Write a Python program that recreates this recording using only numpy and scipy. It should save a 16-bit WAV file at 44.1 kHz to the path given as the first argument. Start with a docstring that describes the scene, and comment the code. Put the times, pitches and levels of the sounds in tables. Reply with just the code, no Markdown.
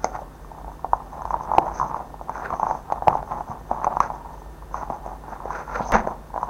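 """At a wooden desk, a folded paper poster is opened out and turned over close to a small camera.
Its creases buckle with hollow pops, its panels crinkle, slide and shove the air, and the last fold
flaps open in one burst. The tone shapes include the microphone's port (its small opening), which honks
near 850 Hz and whistles near 6 kHz. A short room echo follows the paper; mains hum and hiss lie beneath."""
import sys
import numpy as np
from scipy import signal
from scipy.fft import rfft, irfft
from scipy.io import wavfile
from scipy.ndimage import map_coordinates

SR = 44100
rng = np.random.default_rng(int(sys.argv[2]) if len(sys.argv) > 2 else 0)


def file_out(sig):
    """Save sig as 16-bit WAV at sys.argv[1]."""
    # one column per channel
    cols = np.atleast_2d(sig).T
    # limit, then scale
    lim = np.clip(cols, -1, 1)
    pcm = np.round(lim * 32767).astype(np.int16)
    wavfile.write(sys.argv[1], SR, pcm)


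N = 286393

# tone of paper scraping, strongest in the middle range: f/Hz, level/dB
SCRAPE_TONE = [(150, -30), (500, 4), (900, -5), (1400, 5.5), (1900, -8.5), (2500, -16.5), (3100, -32.5),
               (4400, -27.5), (8000, -40), (15000, -51)]
# tone of the high hiss of rubbing, with the port's whistle: f/Hz, level/dB
HISS_TONE = [(1500, -2), (3100, -22), (4400, -15), (5000, -6), (5700, -3), (6250, 9), (6700, -9),
             (7500, -20.5), (11000, -43), (16000, -82)]


def crease_pops(bend_db, ring_rise_s=0.0014, echo_db=-15, echoes=6):
    """A crease snaps through: a brief ring, a push of air, a crack, then echoes off desk and sheet."""
    # the main creases giving way: t/s, level/dB, f/Hz, sharpness/dB
    creases = [(0.044, -8, 760, -8), (0.0452, -26, 2070, -27), (0.516, -28.5, 810, -49),
               (0.6452, -28, 800, -35), (0.6799, -25.5, 810, -46), (0.845, -13, 814, -40),
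               (0.9325, -3, 895, -53), (1.2196, -21.5, 914, -18), (1.2533, -15.5, 940, -18.5),
               (1.3062, -13.5, 930, -44), (1.3413, -9, 917, -50), (1.5156, -11.5, 900, -55),
               (1.5358, -11, 890, -58), (1.5825, 1.5, 816, -50), (1.7985, -12, 1040, -52),
               (1.8132, -11.5, 1040, -61), (1.8279, -13.5, 994, -61), (1.913, -17.5, 950, -61),
               (1.9438, -15, 996, -52), (2.1413, -25.5, 850, -43), (2.212, -22, 780, -37),
               (2.2944, -14.5, 904, -28), (2.379, -25.5, 1360, -18), (2.5037, -17.5, 1100, -25),
               (2.5269, -13.5, 930, -51), (2.5974, -14, 890, -28), (2.6305, -7.5, 890, -57),
               (2.6675, -11.5, 880, -39), (2.7104, -10.5, 846, -29), (2.9012, -18.5, 850, -39),
               (2.9223, -8.5, 800, -27), (3.0222, -14.5, 794, -58), (3.073, -5.5, 743, -55),
               (3.081, 0, 820, -39), (3.1526, -10.5, 805, -61), (3.2275, -21.5, 756, -28),
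               (3.4074, -16.5, 820, -52), (3.7131, -8.5, 775, -40), (3.8443, -10, 1000, -19.5),
               (3.8676, -7.5, 840, -61), (3.8751, -10, 790, -49), (3.9688, -11, 926, -27),
               (4.0034, -2, 1056, -18.5), (4.1016, -16.5, 887, -43), (4.743, -14.5, 1040, -23),
               (4.9005, -16, 720, -37), (5.0622, -22, 700, -20), (5.455, -19, 604, -41),
               (5.505, -16.5, 965, -45), (5.8066, -15.5, 670, -44), (5.9542, -3, 806, -23),
               (6.0726, -12, 627, -26), (6.341, -20, 870, -41), (6.361, -16, 770, -30),
               (6.3773, -15, 900, -38), (6.4298, -11, 937, -41)]
    t = np.arange(SR // 20) / SR
    out = np.zeros(N + SR)
    for start, db, hz, sharp_db in list(creases) + small_creases(bend_db):
        # a sharper crease gives way faster and cracks harder
        rise_s = ring_rise_s * amp(-0.031 * (sharp_db + 45.5))
        ring = swell(t, rise_s) * np.sin(2 * np.pi * (hz * t + rng.random()))
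        thump = amp(-22) * swell(t, rise_s=0.00097)
        burst = swell(t, rise_s=0.00034) * rng.standard_normal((2, len(t)))
        crack, tick = shape_tone(burst[0], SCRAPE_TONE), shape_tone(burst[1], HISS_TONE)
        crack *= amp(0.33 * sharp_db - 7) / np.abs(crack).max()
        tick *= amp(sharp_db - 1) / np.abs(tick).max()
        pop = (ring + thump + crack + tick) * amp(db) * rng.choice([-1, 1])
        out[round(start * SR):][:len(t)] += pop
        # the sheet keeps moving, so every pop finds new echo paths
        for lateness, sign in zip(rng.random(echoes), rng.choice([-1, 1], echoes)):
            echo_start = start + 0.003 + 0.0091 * lateness
            out[round(echo_start * SR):][:len(t)] += amp(echo_db) * sign * np.exp(-lateness) * pop
    return out[:N]


def small_creases(bend_db, count=70, hz=890, scatter_octaves=0.14, sharp_db=-52):
    """Rows for lesser creases that give way at random, louder the harder the sheet is bent."""
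    samples = ((np.arange(count) + rng.random(count)) * N / count).astype(int)
    size, pitch = rng.standard_normal((count, 2)).T
    levels_db = -3.5 + 0.66 * bend_db[samples] + 2 * size
    pitches_hz = hz * 2 ** (scatter_octaves * pitch)
    return [(i / SR, db, f, sharp_db) for i, db, f in zip(samples, levels_db, pitches_hz)]


def bending(build_db_per_s=344, relax_db_per_s=218, held_db=-49.5):
    """How hard the sheet is bent, in dB: bends build, hold and relax; a held sheet still stirs."""
    # each time the hands bend the sheet: start/s, end/s, level/dB
    bends = [(0.152, .16, -29.5), (.57, 0.585, -39.5), (.68, .72, -38.5), (.96, 1.024, -40.5),
             (1.106, 1.306, -34.5), (1.336, 1.77, -30), (1.498, 1.594, -24), (1.79, 1.965, -28.5),
             (2.0, 2.02, -30), (2.306, 2.444, -31.5), (2.527, 2.541, -24), (2.62, 2.745, -27.5),
             (2.897, 2.976, -33), (3.094, 3.143, -20.5), (3.307, 3.399, -27.5), (3.51, 3.534, -29),
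             (3.72, 3.942, -30), (4.03, 4.07, -32), (4.11, 4.15, -32.5), (4.17, 4.35, -40.5),
             (4.77, 4.824, -30.5), (4.9, 4.944, -30.5), (5.05, 5.128, -33.5), (5.26, 5.613, -35),
             (5.71, 6.12, -30.5), (6.36, 6.483, -33.5)]
    t = np.arange(N) / SR
    bend_db = np.full(N, held_db)
    for start, end, db in bends:
        before, after = np.maximum(start - t, 0), np.maximum(t - end, 0)
        bend_db = np.maximum(bend_db, db - build_db_per_s * before - relax_db_per_s * after)
    return bend_db


def rustle(bend_db):
    """Bent panels crinkle in little clumps and whisper under the fingers, more so when bent harder."""
    # tone of crinkling paper, with the port's honk: f/Hz, level/dB
    crinkle_tone = [(40, -31), (120, -12.5), (220, -11), (280, -18), (380, -13.5), (500, -14), (700, -4),
                    (860, 1), (1080, -5.5), (1350, -17), (1900, -30.5), (3000, -46), (8000, -60)]
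    clumps = unit(amp(3 * wobble(60)))
    crinkle = amp(bend_db - 2.5) * clumps * crackle(crinkle_tone, 380, spread_db=-0.5, noise_db=-13.5)
    whisper_db = 0.5 * bend_db - 49 + 4.5 * wobble(25)
    whisper = amp(whisper_db) * crackle(HISS_TONE, 600, spread_db=5, noise_db=-12)
    return crinkle + whisper


def sliding():
    """Paper dragged over paper or skin catches and slips: a grainy scrape with a hiss on top."""
    # each drag: fastest moment/s, length/s, scrape level/dB, hiss level/dB
    strokes = [(0.06, 0.18, -44.5, -51.5), (0.153, 0.066, -34, -54), (1.314, .06, -55, -51.5),
               (1.433, 0.045, -63, -54), (1.783, 0.18, -39, -45), (1.963, 0.11, -46, -60),
               (2.353, 0.15, -37.5, -61), (2.454, 0.14, -32, -71), (2.67, 0.52, -52, -56.5),
               (3.31, 0.25, -51, -64), (3.843, 0.045, -31, -69), (4.036, .13, -32.5, -51.5),
               (4.779, .2, -40.5, -53), (5.333, 0.26, -42.5, -73), (5.57, 0.27, -33, -56),
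               (5.757, 0.23, -29.5, -51), (5.887, .16, -56, -44)]
    # breathy tone of glossy faces gliding over each other: f/Hz, level/dB
    gloss_tone = [(1000, 1), (3200, -6), (4400, 0), (5500, -10), (7500, -23), (15000, -38)]
    scrape, hiss = np.zeros((2, N))
    for peak_s, length_s, scrape_db, hiss_db in strokes:
        gain = drag(peak_s, length_s)
        scrape += amp(scrape_db) * gain
        hiss += amp(hiss_db) * gain
    scrape *= crackle(SCRAPE_TONE, 1000, spread_db=3.5, noise_db=-8)
    hiss *= crackle(HISS_TONE, 1800, spread_db=3, noise_db=-8)
    # the glossy faces glide just before the last fold opens
    glide = amp(-49.5) * drag(peak_s=5.83, length_s=0.17) * noise(gloss_tone)
    flicker = amp(2.2 * wobble(70))
    return (scrape + hiss + glide) * flicker


def drag(peak_s, length_s, rise_share=0.47):
    """Loudness of one drag: it speeds up, slows down, and is louder the faster it goes."""
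    progress = (np.arange(N) / SR - peak_s) / length_s
    speed = np.interp(progress, [-rise_share, 0, 1 - rise_share], [0, 1, 0])
    return speed ** 1.6


def last_fold(start_s=5.921, rise_s=0.017, hold_s=0.018, peak_db=-15, swell_db=6.5, fade_db_per_s=367):
    """The last fold swings open in a dense run of crackles that starts abruptly, swells and fades."""
    # tone of the swinging fold: f/Hz, level/dB
    swish_tone = [(40, -4.5), (130, -11.5), (210, -2), (290, -12.5), (400, -7), (830, -1.5), (1050, -8),
                  (1500, -6), (2100, -14.5), (3200, -34), (4500, -35.5), (5500, -39), (6250, -21.5),
                  (7300, -59), (15000, -57)]
    t = np.arange(N) / SR - start_s
    rise_db = swell_db * np.clip(1 - t / rise_s, 0, 1)
    fade_db = fade_db_per_s * np.maximum(t - rise_s - hold_s, 0)
    gain = amp(peak_db - rise_db - fade_db) * (t > 0)
    return gain * crackle(swish_tone, 1500, spread_db=6, noise_db=-6)


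def panel_bumps():
    """A whole panel flips and shoves the air, making a dull bump."""
    # each flip: t/s, level/dB, f/Hz
    flips = [(0.046, -34, 200), (.218, -28, 582), (1.585, -15.5, 347), (3.08, -18.5, 130),
             (3.496, -23.5, 132), (3.714, -26, 213), (3.867, -26.5, 202), (4.901, -26.5, 245),
             (5.804, -21, 200), (5.955, -19, 210)]
    t = np.arange(SR // 10) / SR
    out = np.zeros(N + SR)
    for start, db, hz in flips:
        bump = amp(db) * swell(t, rise_s=0.0033) * np.sin(2 * np.pi * hz * t)
        out[round(start * SR):][:len(t)] += bump
    return out[:N]


def room_echo(paper, level_db=-15, positions=10, onset_s=0.0009):
    """The room answers with a short wash of echoes that changes as the sheet moves about."""
    # how long the room rings: f/Hz, time to fade by 60 dB/s
    fade_times = [(150, 1), (900, 0.29), (3000, 0.12), (10000, 0.12)]
    out = np.zeros(N)
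    position = np.linspace(0, positions - 1, N)
    for k in range(positions):
        hz, t, bands = signal.stft(rng.standard_normal(SR // 2), SR, nperseg=256)
        fade = amp(-60 * t / value_at(fade_times, hz)[:, None])
        onset = 1 - np.exp(-t / onset_s)
        tail = signal.istft(bands * fade * onset, SR, nperseg=256)[1]
        share = np.maximum(1 - np.abs(position - k), 0)  # blend from one position to the next
        out += signal.oaconvolve(paper * share, tail / np.linalg.norm(tail))[:N]
    return amp(level_db) * out


def background():
    """Room rumble, microphone hiss and a slightly wavering hum from the mains power."""
    # mains hum and electrical whine: f/Hz, average level/dB
    hum_tones = [(49.9, -45.5), (150, -52), (250, -60), (1803, -67), (3607, -77), (9028, -88)]
    # tone of the rumble and hiss: f/Hz, level/dB
    noise_tone = [(20, -16), (46, 15), (90, -2.5), (220, -4.5), (290, -4), (500, -6.5), (1000, -10.5),
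                  (1500, -16), (2200, -27), (3200, -30), (7500, -33), (15000, -34)]
    t = np.arange(N) / SR
    hum = sum(amp(db + 0.8 * wobble(14)) * np.sqrt(2) * np.cos(2 * np.pi * hz * t)
              for hz, db in hum_tones)
    return hum + amp(-42) * noise(noise_tone)


def crackle(tone, slips_per_s, spread_db, noise_db):
    """Tiny random slips of uneven size click over a bed of smooth noise."""
    sizes = amp(spread_db * np.clip(rng.standard_normal(N), -2, 2)) * rng.choice([-1, 1], N)
    slips = sizes * (rng.random(N) < slips_per_s / SR)
    return unit(shape_tone(unit(slips) + amp(noise_db) * rng.standard_normal(N), tone))


def noise(tone):
    """Steady noise with the given tone."""
    return unit(shape_tone(rng.standard_normal(N), tone))


def shape_tone(x, tone, size=8192):
    """Make each frequency louder or softer, as the tone table says."""
    cepstrum = irfft(np.log(amp(value_at(tone, np.fft.rfftfreq(size, 1 / SR)))))
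    # fold the filter forward in time, so a click rings only after it starts
    cepstrum[1:size // 2] *= 2
    cepstrum[size // 2 + 1:] = 0
    return signal.fftconvolve(x, irfft(np.exp(rfft(cepstrum))))[:len(x)]


def swell(t, rise_s):
    """A push that starts softly, peaks at 1 after rise_s and dies away."""
    return (t / rise_s * np.exp(1 - t / rise_s)) ** 2


def wobble(rate):
    """A smooth curve through random points, rate of them a second."""
    return map_coordinates(rng.standard_normal(int(N * rate / SR) + 4), [np.arange(N) * rate / SR])


def value_at(table, hz):
    """Read between the rows of a frequency table, on a pitch (log) scale."""
    freqs, values = np.transpose(table)
    return np.interp(np.log(hz + 1), np.log(freqs + 1), values)


def amp(db):
    """Turn decibels into a factor to multiply by."""
    return 10 ** (np.asarray(db) / 20)


def unit(x):
    """Scale a sound to an average strength (rms) of 1."""
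    return x / np.sqrt(np.mean(x ** 2) + 1e-20)


def scene():
    """The paper, its room echo and the background, in one channel."""
    bend_db = bending()
    paper = amp(1.93) * crease_pops(bend_db) + panel_bumps() + rustle(bend_db) + sliding() + last_fold()
    return (paper + room_echo(paper) + background())[None]


def record(dry, top_hz=15900):
    """The loudest pops have their peaks cut flat, and all sound above top_hz is removed."""
    clipped = np.clip(dry, -1, 1)
    return irfft(rfft(clipped) * (np.fft.rfftfreq(N, 1 / SR) < top_hz), N)


dry = scene()
out = record(dry)
file_out(out)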